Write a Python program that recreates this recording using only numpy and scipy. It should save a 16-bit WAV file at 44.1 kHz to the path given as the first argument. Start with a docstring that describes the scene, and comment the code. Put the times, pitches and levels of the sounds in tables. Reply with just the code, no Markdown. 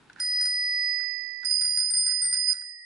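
"""In a small room, a hand-held chrome bicycle bell is rung close by.
Hands rustle on its backing card, then one push of the lever gives three strikes that ring out.
Next the lever is pumped, and the hammers hit the metal dome in quick twos and threes.
The dome rings with three pairs of close tones, and each pair beats (wobbles in loudness).
Under the ringing, the lever ticks and the gears whirr."""
import sys
import numpy as np
from scipy import signal
from scipy.fft import rfft, irfft, next_fast_len
from scipy.io import wavfile

SR = 44100
rng = np.random.default_rng(int(sys.argv[2]) if len(sys.argv) > 2 else 0)


def int16_out(signal):
    """Quantize to a 16-bit WAV file."""
    q = np.round(np.clip(np.atleast_2d(signal).T, -1, 1) * 32767)
    wavfile.write(sys.argv[1], SR, q.astype(np.int16))


N = 125685
T = np.arange(N) / SR

# How alike a noise is in the two ears: f/Hz, likeness (1 = the same)
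EAR_LIKENESS = [(60, 0.85), (300, 0.5), (1500, .7), (5000, 0.28), (11000, 0.69)]
# Tone colours, or how strong each noise is from low to high pitch: f/Hz, relative level/dB
RUSTLE_COLOUR = [(30, -3), (100, 0), (280, 5), (600, -9), (920, -1), (1100, -6.5), (1500, -3), (2200, -9.5),
                 (3500, -11), (6000, -20.5), (11000, -24)]
HISS_COLOUR = [(30, -8), (100, -9), (230, 1), (450, -8), (900, -12.5), (1700, -1), (2500, -5),
               (3300, -15.5), (4200, -16), (6000, -26), (11000, -31.5)]
KNOCK_COLOUR = [(60, -30.5), (300, -21), (650, -26), (920, -3.5), (1100, -19.5), (1500, 7.5), (1750, 1.5),
                (2200, -8), (3000, -17.5), (4200, -15), (7000, -32), (11000, -39.5)]
CATCH_COLOUR = [(600, -21), (1500, -4), (3500, 2), (7500, -3), (11000, -22)]
SCRAPE_COLOUR = [(600, -17), (1500, -5.5), (3800, -1), (6000, -35)]
SLIDE_COLOUR = [(1200, -31), (2200, -2.5), (2650, -0.5), (2900, -6), (3300, -30)]
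GEAR_COLOUR = [(300, -48), (700, -34), (900, -13), (1130, -27.5), (1480, 0), (1750, -1.5), (3200, -21),
               (4300, -5), (7000, -13.5), (10000, -17)]
CLACK_COLOUR = [(60, -34.5), (300, -26), (600, -25.5), (930, -14), (1150, -18.5), (1500, 0.5), (2000, -1),
                (2500, -5), (3300, -19), (4300, 5.5), (5300, 4), (6700, -5), (7800, -8), (9500, 8.5),
                (11000, -13)]
ROOM_COLOUR = [(60, -38.5), (300, -38), (550, -28), (900, -12.5), (1130, -25.5), (1480, 8.5), (1750, -4),
               (2400, -7.5), (3200, -21), (4400, 1), (5400, -5), (6600, -11), (7800, -12), (9300, -9),
               (11000, -16)]
PING_COLOUR = [(1000, -54.5), (4300, -22.5), (5300, 3), (5750, -2.5), (6500, -26), (11000, -41.5)]
BUMP_COLOUR = [(40, -15.5), (130, -10), (210, -3.5), (600, -35.5)]

# Rise and fall of the background hiss: t/s, level/dB
HISS_LEVELS = [(0, -77.5), (.6, -79), (.9, -70), (1.25, -66.5), (1.445, -68.5), (1.465, -76.5), (2.0, -90),
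               (2.85, -88.5)]
# Knocks of the lever in its plastic housing: t/s, relative level/dB
LEVER_KNOCKS = [(0.0982, -47), (.161, -50.5), (0.1719, -53.5), (.184, -50), (0.196, -44), (0.2275, -52.5),
                (0.3181, -59.5), (.508, -64.5), (0.599, -66.5), (1.0014, -57.5), (1.0353, -55.5),
                (1.431, -50), (1.439, -52.5), (1.849, -62), (2.0279, -57.5), (2.178, -65), (2.567, -55.5),
                (2.618, -57.5)]
# Light, bright catches of the lever's spring: t/s, level/dB
SPRING_CATCHES = [(0.131, -50.5), (0.853, -66), (0.906, -65.5)]
# Hammer strikes: t/s, relative clack level/dB, then each of the six tones' level/dB before its swell
HAMMER_STRIKES = [(0.2, -42, -47, -19, -35, -17.5, -24.5, -20),
                  (0.4107, -43.5, -45, -28, -33, -21.5, -28.5, -19.5),
                  (0.4556, -43, -55.5, -28.5, -38, -21.0, -29.5, -18),
                  (1.4483, -46, -62.5, -47.5, -41, -27.5, -66, -43),
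                  (1.5058, -44.5, -66, -55.5, -37.5, -22.5, -64.5, -40),
                  (1.614, -41, -60, -49.5, -37.0, -28, -64, -40),
                  (1.651, -44, -61.5, -50.5, -36.5, -31, -64, -42),
                  (1.7725, -42, -63, -50, -37.5, -25.5, -55, -41),
                  (1.806, -44.5, -61, -56.5, -49, -23.0, -59, -44),
                  (1.9043, -47.5, -58.5, -76, -44.5, -40.5, -51, -38.5),
                  (1.9365, -45.0, -60, -50, -33.5, -24.5, -52, -39.5),
                  (1.9689, -46.0, -60, -58.5, -31.5, -23, -62, -34.5),
                  (2.0634, -42.5, -60, -48.5, -22, -24, -51, -35.5),
                  (2.0871, -43, -63, -47, -28, -22, -63, -42.5),
                  (2.1131, -45, -54, -49.5, -35, -22.5, -63, -40),
                  (2.218, -44.5, -76, -49, -25, -32.5, -54, -31.5),
                  (2.252, -44, -63, -46.5, -28.0, -37.5, -52, -31.5),
                  (2.3269, -42.5, -60, -46.5, -29, -26, -59, -30.5),
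                  (2.3464, -40, -57, -50, -28.5, -30.5, -63, -38.5),
                  (2.3688, -48, -61, -50, -30.5, -29, -68, -33.0),
                  (2.4776, -47.5, -65, -53, -25.5, -26.5, -58, -30),
                  (2.5072, -46.0, -69, -66, -52, -29, -57, -32),
                  (2.5315, -44, -58, -57, -41.5, -48, -59, -46.5)]
# The dome's six tones, in close pairs: f/Hz, time to fade by 60 dB/s
DOME_TONES = [(1890, 3.4), (1973.3, 4.15), (4898.5, 2.95), (4970.5, 2.164), (8696.5, 0.8), (8867, 0.77)]
# Slow swell and fade of each tone, lowest first: t/s, left level/dB, right level/dB
LOW_SWELL_1 = [(0.2, 4, -19), (0.7, 7.5, 0), (1.2, -8, 8.5), (1.5, 8.5, 11), (2.5, -1.5, 1),
               (2.85, -13.5, 18.5)]
LOW_SWELL_2 = [(0.2, -26, -20.5), (0.599, -6, 3), (0.799, -8, 9), (1.0, -17.5, 10.5), (1.3, -13, 10.0),
               (1.4, -3, 10.0), (1.9, 2.0, 7), (2.5, 10, 13.5), (2.7, 6.5, 13.5), (2.85, 17.5, 5)]
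MIDDLE_SWELL_1 = [(0.2, -17, -4), (0.398, -4, -3), (0.501, -1.5, -17), (0.701, 6, -10), (1.2, 3, 14),
                  (1.899, 6.5, 17.5), (1.999, -18.5, -5.5), (2.5, -3, 0), (2.601, 3.5, 10),
                  (2.85, -2.5, -43.5)]
MIDDLE_SWELL_2 = [(0.199, -10.5, -8), (0.402, 2, 0.5), (0.5, -2.5, -1.5), (0.7, 2, 2.5), (0.902, 5.5, 11.0),
                  (1.1, -5, 11.5), (1.6, -30, 4), (1.698, -10, 4), (2.2, -14, 3), (2.7, -2, 17.5),
                  (2.85, -12.5, 9.5)]
HIGH_SWELL_1 = [(.2, -11, -17), (.3, -32, -6.5), (.6, -8, -3.5), (.72, -15.5, -23.5), (.82, 8.5, 7.5),
                (1.0, 7, 13), (1.25, -3.5, -10.5), (1.45, 4, 14), (2.5, 15.5, 18), (2.7, 27, 14),
                (2.85, -12, 27.5)]
HIGH_SWELL_2 = [(.2, -15.5, -9.5), (0.399, -25.5, -7), (0.701, -6, -26.5), (1.249, -14, -21),
                (1.449, 14.5, 4), (1.8, 21, 0.5), (1.9, 19, 13.5), (2.3, 10.5, 10), (2.5, 7, -2),
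                (2.7, 1.5, -2.5), (2.85, 6, -12)]
# The ring reaches the two ears out of step: f/Hz, left ear's lead/rad
LEFT_LEAD = [(1900, -2), (4950, -0.81), (8800, -0.1)]
# Strikes that also set off a ping: t/s, level/dB
PING_STRIKES = [(0.4112, -35.5), (0.4553, -39)]
# Soft bumps of the hands on the bell: t/s, level/dB
HAND_BUMPS = [(1.444, -62.5), (1.726, -78)]

HAMMER_PAN_DB, LEVER_PAN_DB = -3.5, -4.5   # left minus right: both sit a little to the right


def from_db(db):
    """Turn decibels into a number to multiply by."""
    return 10 ** (np.asarray(db) / 20)


def in_time(rows):
    """Join points in time with straight lines, one curve for each level column."""
    times, *columns = np.transpose(rows)
    return np.array([np.interp(T, times, column) for column in columns])


def at_hz(points, hz):
    """Read between a table's frequencies, giving every octave equal room."""
    frequencies, values = np.transpose(points)
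    return np.interp(np.log(hz), np.log(frequencies), values)


def pan(db):
    """Left and right gains that differ by this many decibels."""
    return from_db(np.array([[db], [-db]]) / 2)


def noise(colour, envelope=1):
    """Stereo noise whose loudness follows the envelope, filtered to the given tone colour."""
    size = 2 * next_fast_len(N // 2 + 4096)
    hz = np.maximum(np.arange(size // 2 + 1) * SR / size, 1)
    gain = from_db(at_hz(colour, hz))
    # build the filter so that it rings after a click, never before it
    cepstrum = irfft(np.log(gain / np.sqrt(np.mean(gain ** 2))))
    response = np.exp(rfft(np.r_[cepstrum[0], 2 * cepstrum[1:size // 2]], size))
    mid, side = rfft(rng.standard_normal((2, N)) * envelope, size) * response
    alike = np.clip(at_hz(EAR_LIKENESS, hz), -1, 1)
    shared = np.sqrt((1 + alike) / 2) * mid
    opposite = np.sqrt((1 - alike) / 2) * side * [[1], [-1]]
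    return irfft(shared + opposite)[:, :N]


def bursts(times, db, fade_s):
    """A loudness curve that jumps at each given time, then falls 60 dB in fade_s seconds."""
    power = np.zeros(N)
    starts = np.clip(np.asarray(times) * SR, 0, N - 1).astype(int)
    np.add.at(power, starts, from_db(db) ** 2)
    decay = from_db(-60 / (fade_s * SR)) ** 2
    return np.sqrt(signal.lfilter([1], [1, -decay], power + 1e-20))


def rustle_and_hiss():
    """Hands rub the card at the start; a soft hiss swells as the first ringing fades."""
    rustle_s, release_s = .19, .033
    handling = np.clip((rustle_s - T) / release_s + 1, 0, 1)
    rustle = from_db(-59) * handling * noise(RUSTLE_COLOUR)
    hiss = from_db(in_time(HISS_LEVELS)) * noise(HISS_COLOUR)
    return rustle + hiss


def lever():
    """The lever knocks in its housing, catches on its spring, scrapes and slides softly back."""
    times, db = np.transpose(LEVER_KNOCKS)
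    hits = bursts(times, db + 7, fade_s=.021)
    tails = bursts(times, db - 7, fade_s=.19)
    knocks = noise(KNOCK_COLOUR, np.hypot(hits, tails))
    catches = noise(CATCH_COLOUR, bursts(*np.transpose(SPRING_CATCHES), fade_s=.025))
    scrape = noise(SCRAPE_COLOUR, bursts(times=[.3176], db=[-60.5], fade_s=.16))
    easing_back = np.exp(-((T - 1.085) / .13) ** 2)   # a smooth hump that peaks at 1.085 s
    slide = noise(SLIDE_COLOUR, from_db(-67.5) * easing_back)
    return (knocks + catches + scrape + slide) * pan(LEVER_PAN_DB)


def gears():
    """Fine teeth click so fast that they whirr, loudest as the hammers spin past the dome."""
    clicks_per_s, fade_db_per_s, spread_db = 830, 379, 3
    strike_times = np.array(HAMMER_STRIKES)[:, :1]
    to_nearest_strike_s = np.abs(T - strike_times).min(axis=0)
    clicks = rng.random(N) < clicks_per_s / SR
    db = -59.5 - fade_db_per_s * to_nearest_strike_s + spread_db * rng.standard_normal(N)
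    return noise(GEAR_COLOUR, bursts(T[clicks], db[clicks], fade_s=.021)) * pan(LEVER_PAN_DB)


def hammers():
    """Each hammer hits the dome with a hard clack that lingers briefly in the room."""
    times, db = np.transpose(HAMMER_STRIKES)[:2]
    clack = noise(CLACK_COLOUR, bursts(times, db + 12, fade_s=.0083))
    room = noise(ROOM_COLOUR, bursts(times, db - 3, fade_s=.13))
    return (clack + room) * pan(HAMMER_PAN_DB)


def dome():
    """Each strike leaves the dome's six tones ringing at new levels; close tones beat together."""
    strikes = np.array(HAMMER_STRIKES)
    times, levels = strikes[:, 0], strikes[:, 2:]
    latest = np.maximum(np.searchsorted(times, T, side="right") - 1, 0)
    since_strike_s = np.maximum(T - times[latest], 0)
    # a touching hammer nudges each wave a little forward or back, in radians
    nudges = rng.uniform(-1.1, 1, levels.shape) * .6 * np.sqrt(3)
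    shifts = np.cumsum(nudges, axis=0)
    contact_s = .00048   # the hammer's touch smooths each jump in the ring
    smooth = np.exp(-2 / (contact_s * SR))
    swells = LOW_SWELL_1, LOW_SWELL_2, MIDDLE_SWELL_1, MIDDLE_SWELL_2, HIGH_SWELL_1, HIGH_SWELL_2
    rings = []
    for (hz, fade_s), db, shift, swell in zip(DOME_TONES, levels.T, shifts.T, swells):
        loudness = (T >= times[0]) * from_db(db[latest] - 60 * since_strike_s / fade_s)
        nudged = loudness * np.exp(1j * shift[latest])
        envelope = signal.lfilter([(1 - smooth) ** 2], [1, -2 * smooth, smooth ** 2], nudged)
        tone = envelope * np.exp(2j * np.pi * hz * T)
        ears = np.exp(.5j * at_hz(LEFT_LEAD, hz) * np.array([[1], [-1]]))
        rings.append(tone * ears * from_db(in_time(swell)))
    # when the second tone rings loudly, it adds a faint tone an octave higher
    octave = np.abs(rings[1]) ** 2.585 * np.sin(2 * np.angle(rings[1]))
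    return np.imag(sum(rings)) + octave


def pings():
    """Two hard strikes add a short, bright ping just above the dome's middle pair of tones."""
    return noise(PING_COLOUR, bursts(*np.transpose(PING_STRIKES), fade_s=.03)) * pan(HAMMER_PAN_DB)


def bumps():
    """The hands bump dully on the bell as the grip shifts."""
    width_s = .008
    humps = sum(from_db(db) * np.exp(-((T - at_s) / width_s) ** 2) for at_s, db in HAND_BUMPS)
    return noise(BUMP_COLOUR, humps)


def scene():
    """Add up the bell, its moving parts, the hands and the hiss."""
    return dome() + pings() + hammers() + gears() + lever() + bumps() + rustle_and_hiss()


def record(dry):
    """Cut away the highest treble steeply."""
    cutoff_hz = 11000
    return signal.sosfilt(signal.ellip(10, .1, 70, cutoff_hz, fs=SR, output="sos"), dry)


dry = scene()
out = record(dry)
int16_out(out)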